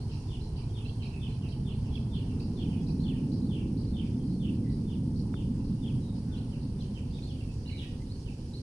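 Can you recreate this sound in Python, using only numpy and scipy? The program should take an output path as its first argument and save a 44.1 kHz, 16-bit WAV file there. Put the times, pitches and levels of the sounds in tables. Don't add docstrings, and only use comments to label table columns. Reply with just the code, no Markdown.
import sys
import numpy as np
from scipy import signal
from scipy.fft import rfft, irfft, next_fast_len
from scipy.io import wavfile
from scipy.ndimage import uniform_filter1d

SR = 44100
rng = np.random.default_rng(int(sys.argv[2]) if len(sys.argv) > 2 else 0)


def waveform_to_disk(signal):
    frames = np.transpose(np.atleast_2d(signal))
    scaled = np.clip(frames, -1, 1) * 32767
    samples = np.round(scaled).astype(np.int16)
    wavfile.write(sys.argv[1], SR, samples)


N = 380141

# t/s, rumble level/dB, roar level/dB, roar tilt/(dB/octave)
JET_ENVELOPE = [(0, -34.5, -42.5, 4.5), (0.7, -34.5, -43.5, 2), (1.4, -35.5, -39.5, -4),
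                (2.1, -33.5, -37.5, -4.5), (2.5, -35, -34.5, 3), (2.9, -35, -31.5, -2.5),
                (3.4, -36, -30.5, 2), (3.9, -34, -34, 3), (4.5, -37.5, -31.5, 0.5), (5.1, -34, -32.5, 0.5),
                (5.6, -35, -32, -2.5), (6.2, -36, -35.5, -3), (7.1, -36.5, -39, -1.5),
                (7.8, -37.5, -42.5, 4), (8.62, -40, -43.5, 2.5)]
# t/s, level/dB
EDGE_ENVELOPE = [(0, -67), (1.6, -66), (2.5, -60.5), (4.2, -60.5), (6, -60), (7.2, -61), (8.62, -63)]
# f/Hz, relative density/dB
RUMBLE_SPECTRUM = [(8.8, -56), (15, -9.5), (107, -1), (150, -4), (200, -56), (330, -120)]
ROAR_SPECTRUM = [(71, -32), (120, -2), (167, -1.5), (244, -0.5), (480, -28.5), (620, -48), (1060, -120)]
EDGE_SPECTRUM = [(400, -23), (470, 1.5), (560, -3), (650, -20), (760, -30)]


def jet():
    rumble_db, roar_db, tilt_db_oct = in_time(JET_ENVELOPE)
    edge_db, = in_time(EDGE_ENVELOPE)
    edge = amp(edge_db) * stereo_noise(EDGE_SPECTRUM, flicker_db=0.5)
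    rumble = amp(rumble_db) * stereo_noise(RUMBLE_SPECTRUM, flicker_db=1.0)
    roar = amp(roar_db) * stereo_noise(ROAR_SPECTRUM, flicker_db=0.24, tilt_db_oct=tilt_db_oct)
    return rumble + roar + edge


# t/s, f/Hz, relative level/dB
RISE_CONTOUR = [(0, 3700, -2), (.003, 4070, -2.5), (.009, 4680, -0.5), (.017, 5270, -13), (.026, 5700, -4)]
FALL_CONTOUR = [(0, 3620, -11), (.012, 3570, -2.5), (.022, 3520, 1), (.039, 3020, 5.5), (.054, 2607, -5.5),
                (.076, 2160, -18)]
# t/s, level/dB
RISES = [(.11, -56.5), (0.56, -58.5), (1.026, -58), (1.486, -58), (1.937, -59.5), (2.397, -56.5),
         (2.866, -57), (3.316, -57.5), (3.77, -59.5), (4.233, -64), (4.695, -61.5), (5.158, -60.5),
         (5.642, -63.5), (6.145, -65), (6.612, -65), (7.104, -63)]
# t/s, echo level/dB, direct re echo/dB, walls re echo/dB
FALLS = [(0.278, -59.5, -6, -1), (0.735, -58, -4.5, -4), (1.194, -55, -9, -5), (1.647, -60, -2.5, 0.5),
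         (2.108, -57, -7, 0.5), (2.564, -58, -3, 3), (3.029, -58.5, -3, 6), (3.485, -58, -4, 0),
         (3.93, -56.5, -7.5, 0), (4.392, -58.5, -6, 0), (4.862, -63, -5, 3), (5.333, -61, -3, 2),
         (5.815, -60, -1.5, -2), (6.31, -61.5, -2, -5), (6.784, -66.5, 2, -6), (7.272, -63, 0, -7)]


def steady_bird():
    out = np.zeros((2, N))
    voice = dict(pan_db=14, flutter_db=2.2)
    for start_s, level_db in RISES:
        whistle(out, RISE_CONTOUR, start_s, level_db, echo_db=4, walls_db=-3.5, **voice)
    for start_s, level_db, direct_db, walls_db in FALLS:
        note_db = level_db + direct_db
        whistle(out, FALL_CONTOUR, start_s, note_db, echo_db=-direct_db, walls_db=walls_db, **voice)
    return out


# t/s, f/Hz, relative level/dB
FLICK_CONTOUR = [(0, 3830, -6.5), (0.013, 4114, 2), (0.026, 4460, 2), (.034, 4460, -8)]
DROP_CONTOUR = [(0, 3236, -3), (.012, 3070, -1.5), (.03, 2700, 4), (.052, 2240, -8.5)]
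ANSWERS = [(-.03, 0.12, -65, -65), (0.4, 0.15, -62, -64.5), (0.846, .148, -56, -61.5),
           (1.28, 0.13, -64, -63.5), (1.705, 0.13, -69, -68.5), (2.139, 0.13, -65, -65),
           (2.553, 0.14, -65, -61.5), (2.987, 0.14, -60.5, -61.5), (3.416, 0.14, -62, -63.5),
           (3.859, 0.13, -64, -63.5), (4.29, 0.14, -64.5, -63.5), (6.365, .151, -62, -63.5),
           (6.797, 0.15, -58.5, -60), (7.222, 0.16, -53.5, -61), (7.66, 0.14, -54, -56),
           (8.096, 0.16, -57, -59), (8.532, 0.25, -54, -59)]


def answering_bird():
    out = np.zeros((2, N))
    for start_s, delay_s, flick_db, drop_db in ANSWERS:
        perch_db = -7 if start_s > 5.5 else 0
        whistle(out, FLICK_CONTOUR, start_s, flick_db, pan_db=-1.5, echo_db=perch_db)
        whistle(out, DROP_CONTOUR, start_s + delay_s, drop_db, pan_db=-8.5, echo_db=perch_db + 1)
    return out


# t/s, length/s, start f/Hz, end f/Hz, level/dB, L-R/dB, echo gain/dB
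BIRD_GLIDES = [(0.693, 0.02, 3200, 3350, -61, -8, -3), (0.847, 0.023, 2600, 2800, -52.5, -15, -8),
               (0.882, 0.025, 2900, 3500, -57.5, -11, -9), (1.022, 0.025, 4250, 3840, -52.5, 3, -6),
               (1.096, 0.095, 2765, 2500, -65.5, -22, 1.5), (1.201, 0.12, 2650, 2450, -69, -12, -3),
               (1.518, 0.034, 3240, 2810, -59, -14, -4), (1.293, 0.027, 2620, 2140, -62, -8, -12),
               (1.723, 0.04, 4440, 4700, -69, 4, -10), (1.913, 0.033, 3530, 3120, -63.5, -11, 5.5),
               (1.951, 0.017, 3650, 2800, -55, -20, -7), (1.964, 0.017, 2800, 2580, -55, -21, -6),
               (2.883, 0.019, 2800, 2450, -63, -17, -2), (3.126, 0.039, 1920, 1820, -68, -11, -8),
               (2.401, 0.037, 2550, 2860, -63, -15, -5), (2.775, 0.066, 3330, 3290, -65, -8, -12),
               (4.103, 0.059, 2900, 3700, -73, 10, -10), (4.162, 0.025, 3700, 3150, -74, 10, -10),
               (4.189, 0.052, 3230, 3110, -63.5, 0, -14), (4.641, 0.049, 2110, 1895, -65.5, -7, -2),
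               (5.596, .016, 2900, 2640, -66, -12, -6), (5.68, 0.07, 2720, 2810, -72, -8, -9),
               (5.753, 0.092, 2820, 2950, -69, -8, -7), (5.912, 0.082, 2800, 3280, -60, 0, -19),
               (6.008, 0.089, 4030, 3700, -67, 11, 0), (6.249, 0.13, 1560, 1426, -72, -4, 4.5),
               (6.957, .045, 3200, 2890, -59, -8, -6), (7.119, 0.0283, 3360, 3870, -62, -1, 4),
               (7.148, 0.027, 3910, 3110, -63.5, -17, 4), (7.185, 0.012, 2720, 2330, -52, -8, -9),
               (7.486, 0.044, 2650, 2580, -64.5, -14, -7), (7.652, 0.02, 3000, 2700, -60, -13, -6),
               (7.668, 0.06, 2800, 2980, -60, -15, -6), (7.747, 0.078, 2850, 2990, -60.5, -3, 1),
               (7.687, .022, 3120, 2080, -56, -16, -5), (7.703, 0.023, 4350, 3750, -54, -3, 0),
               (7.711, 0.036, 2065, 2480, -57, -7, -3), (7.761, 0.051, 4100, 3610, -53.5, -5, -3.5),
               (7.779, 0.046, 3700, 2787, -55, 11, -1.5), (7.81, 0.065, 1950, 1860, -66.5, 1, 0),
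               (7.86, 0.05, 2880, 2900, -64, 4, -3), (7.998, 0.045, 2010, 2090, -68, -10, -19)]


def other_birds():
    out = np.zeros((2, N))
    for start_s, length_s, from_hz, to_hz, level_db, pan_db, echo_db in BIRD_GLIDES:
        contour = [(0, from_hz, -6), (length_s / 2, (from_hz + to_hz) / 2, 0), (length_s, to_hz, -6)]
        whistle(out, contour, start_s, level_db, pan_db, echo_db)
    return out


def whistle(out, contour, start_s, level_db, pan_db, echo_db, walls_db=-6, flutter_db=4.5):
    ramp_s, detune, right_lag_s = 0.0019, 0.00605, 0.00055
    t, hz, contour_db = np.transpose(contour)
    age = np.arange(int(t[-1] * SR)) / SR
    ramps = np.minimum(1, np.minimum(age, t[-1] - age) / ramp_s)
    envelope = amp(level_db + np.interp(age, t, contour_db)) * ramps
    pitch_hz = np.interp(age, t, hz) * (1 + rng.normal(0, detune))
    flutter = unit_rms(uniform_filter1d(rng.standard_normal(len(age)), size=100))
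    note = envelope * amp(flutter_db * flutter) * np.sin(2 * np.pi * np.cumsum(pitch_hz) / SR)
    paths = amp(echo_db) * echoes(walls_db)
    paths[[0, 1], [0, round(right_lag_s * SR)]] += pan(pan_db)[:, 0]
    heard = signal.fftconvolve(note[None], paths, axes=1)
    onset = round(start_s * SR)
    first, last = np.clip([onset, onset + heard.shape[1]], 0, N)
    out[:, first:last] += heard[:, first - onset:last - onset]


# delay/s, left level/dB, right level/dB
WALL_ECHOES = [(0.035, -3.5, 0), (.075, -16, -10)]


def echoes(walls_db):
    scatter_db = np.array([[-28.5], [-24]])
    build_s = np.array([[0.0038], [0.0088]])
    thin_out_s = np.array([[0.08], [0.17]])
    tail_db, t60_s, smear_s, roughness = -3.5, 0.55, 0.002, 0.6
    age = np.arange(int(0.35 * SR)) / SR
    decay_db = tail_db / (1 + np.exp((thin_out_s - age) / 0.027)) - 60 * age / t60_s
    diffuse = amp(scatter_db + decay_db) * (1 - np.exp(-(age / build_s) ** 2))
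    specular = np.zeros((2, len(age)))
    for delay_s, left_db, right_db in WALL_ECHOES:
        gains = amp(walls_db + np.array([left_db, right_db]) + rng.normal(0, 4.0, 2))
        burst = (age >= delay_s) * np.exp(-np.abs(age - delay_s) / smear_s)
        diffuse += roughness * gains[:, None] * burst / np.sqrt(np.sum(burst ** 2))
        specular[:, round(delay_s * SR)] = np.sqrt(1 - roughness ** 2) * gains
    return diffuse * rng.standard_normal((2, len(age))) + specular


# t/s, pre-filter level/dB
TAPS = [(5.341, -34)]
# f/Hz, relative level/dB, T60/s
TAP_RESONANCES = [(746, 0, 0.0052), (1380, 5.5, 0.0064), (2250, -2, 0.0045)]


def tap():
    out, age = np.zeros(N), np.arange(2000) / SR
    for start_s, level_db in TAPS:
        onset = round(start_s * SR)
        for hz, mode_db, t60_s in TAP_RESONANCES:
            envelope = amp(level_db + mode_db - 60 * age / t60_s)
            out[onset:onset + len(age)] += envelope * np.sin(2 * np.pi * hz * age)
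    soft_contact = signal.butter(4, [400, 2300], "band", fs=SR, output="sos")
    return signal.sosfilt(soft_contact, out) * [[0], [1]]


# f/Hz, nominal width/Hz, pre-pan level/dB, L-R/dB
INSECT_BANDS = [(7800, 280, -99, 43), (9130, 510, -76, 19.5), (10920, 570, -111.5, -65.5)]


def insects():
    out = 0
    for hz, width_hz, level_db, pan_db in INSECT_BANDS:
        radius = np.exp(-np.pi * width_hz * 1.5 / SR)
        wing = [1, 0, -1, 1, -2 * radius * np.cos(2 * np.pi * hz / SR), radius ** 2]
        chorus = unit_rms(signal.sosfilt([wing, wing], rng.standard_normal((2, N))))
        out += amp(level_db + 0.56 * drift(rate_hz=7)) * pan(pan_db) * chorus
    return out


# t/s, traffic level/dB, leaves level/dB
BACKGROUND_ENVELOPE = [(0, -52, -60), (0.5, -53, -63.5), (2.0, -52, -64), (2.4, -51.5, -63),
                       (3.6, -54, -64.5), (5.0, -55.5, -64.3), (6.4, -54, -63.5), (7.3, -56, -62),
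                       (8.62, -58, -62)]
# f/Hz, relative density/dB
TRAFFIC_SPECTRUM = [(220, -19), (380, -0.5), (452, -4), (540, -20), (629, -16), (890, -12.5), (1220, -25.5),
                    (2120, -33), (2300, -32.5), (2990, -46), (5060, -120)]
LEAVES_SPECTRUM = [(1000, -10), (1700, -4.5), (2140, -7.5), (3010, -2), (3730, -5.5), (4740, 3), (5590, 1),
                   (6250, -4.5), (8320, -9.5), (10200, -18), (11100, -25), (12200, -22), (14400, -28),
                   (14700, -27), (15700, -35)]


def traffic_and_leaves():
    traffic_db, leaves_db = in_time(BACKGROUND_ENVELOPE)
    traffic = amp(traffic_db) * stereo_noise(TRAFFIC_SPECTRUM, flicker_db=1.5)
    leaves = amp(leaves_db) * stereo_noise(LEAVES_SPECTRUM, flicker_db=1.5)
    return traffic + leaves


# f/Hz, L-R correlation
STEREO_CORRELATION = [(30, 1), (60, 1), (140, 1), (330, 0.99), (500, 0.9), (800, 0.77), (1000, 0.61),
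                      (1250, 0.48), (1600, -0.17), (2000, -0.29), (2700, 0.19), (4200, -0.25), (6400, 0.29),
                      (9800, -0.29), (15000, 0.31)]
# f/Hz, L-R/dB
STEREO_BALANCE = [(60, -0.75), (200, -1.53), (330, -0.5), (770, -2), (1800, -2.5), (4200, -8.5),
                  (7000, 1.5), (15000, -2)]


def stereo_noise(spectrum, flicker_db, tilt_db_oct=0, pivot_hz=208):
    size = next_fast_len(N)
    hz = np.maximum(np.fft.rfftfreq(size, 1 / SR), 1)
    low_hz, high_hz = spectrum[0][0], spectrum[-1][0]
    shape = amp(at_hz(spectrum, hz)) * ((hz > low_hz) & (hz < high_hz))
    mid, side = rfft(rng.standard_normal((2, size))) * shape
    correlation = at_hz(STEREO_CORRELATION, hz)
    pair = np.sqrt(1 + correlation) * mid + np.sqrt(1 - correlation) * side * [[1], [-1]]
    pair *= pan(at_hz(STEREO_BALANCE, hz))
    rms = np.sqrt(np.mean(irfft(pair, size) ** 2))
    out = 0
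    for centre_hz in low_hz * 2 ** np.arange(0, np.log2(high_hz / low_hz) + 0.5, 0.5):
        band = np.clip(1 - 2 * np.abs(np.log2(hz / centre_hz)), 0, 1)
        gain_db = flicker_db * drift(rate_hz=15) + tilt_db_oct * np.log2(centre_hz / pivot_hz)
        out += amp(gain_db) * irfft(pair * band, size)[:, :N]
    return out / rms


def drift(rate_hz):
    hop, settle = 40, 2000
    pole = np.exp(-2 * np.pi * rate_hz * hop / SR)
    noise = rng.standard_normal(N // hop + settle + 2)
    slow = signal.lfilter([1], [1, -2 * pole, pole ** 2], noise)[settle:]
    return np.interp(np.arange(N) / hop, np.arange(len(slow)), unit_rms(slow))


def amp(db):
    return 10 ** (np.asarray(db) / 20)


def unit_rms(x):
    return x / np.sqrt(np.mean(x ** 2) + 1e-20)


def pan(left_minus_right_db):
    return amp(np.array([[0.5], [-0.5]]) * left_minus_right_db)


def in_time(rows):
    t, *columns = np.transpose(rows)
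    return [np.interp(np.arange(N) / SR, t, column) for column in columns]


def at_hz(rows, hz):
    knots_hz, values = np.transpose(rows)
    return np.interp(np.log(hz), np.log(knots_hz), values)


def scene():
    return jet() + traffic_and_leaves() + insects() + steady_bird() + answering_bird() + other_birds() + tap()


def record(dry):
    fade_s, stop_hz = 0.004, 15900
    fade = np.minimum(1, np.minimum(np.arange(N), np.arange(N)[::-1]) / (fade_s * SR))
    lowpass = signal.cheby2(20, 60, stop_hz, fs=SR, output="sos")
    return signal.sosfilt(lowpass, dry * fade)


dry = scene()
out = record(dry)
waveform_to_disk(out)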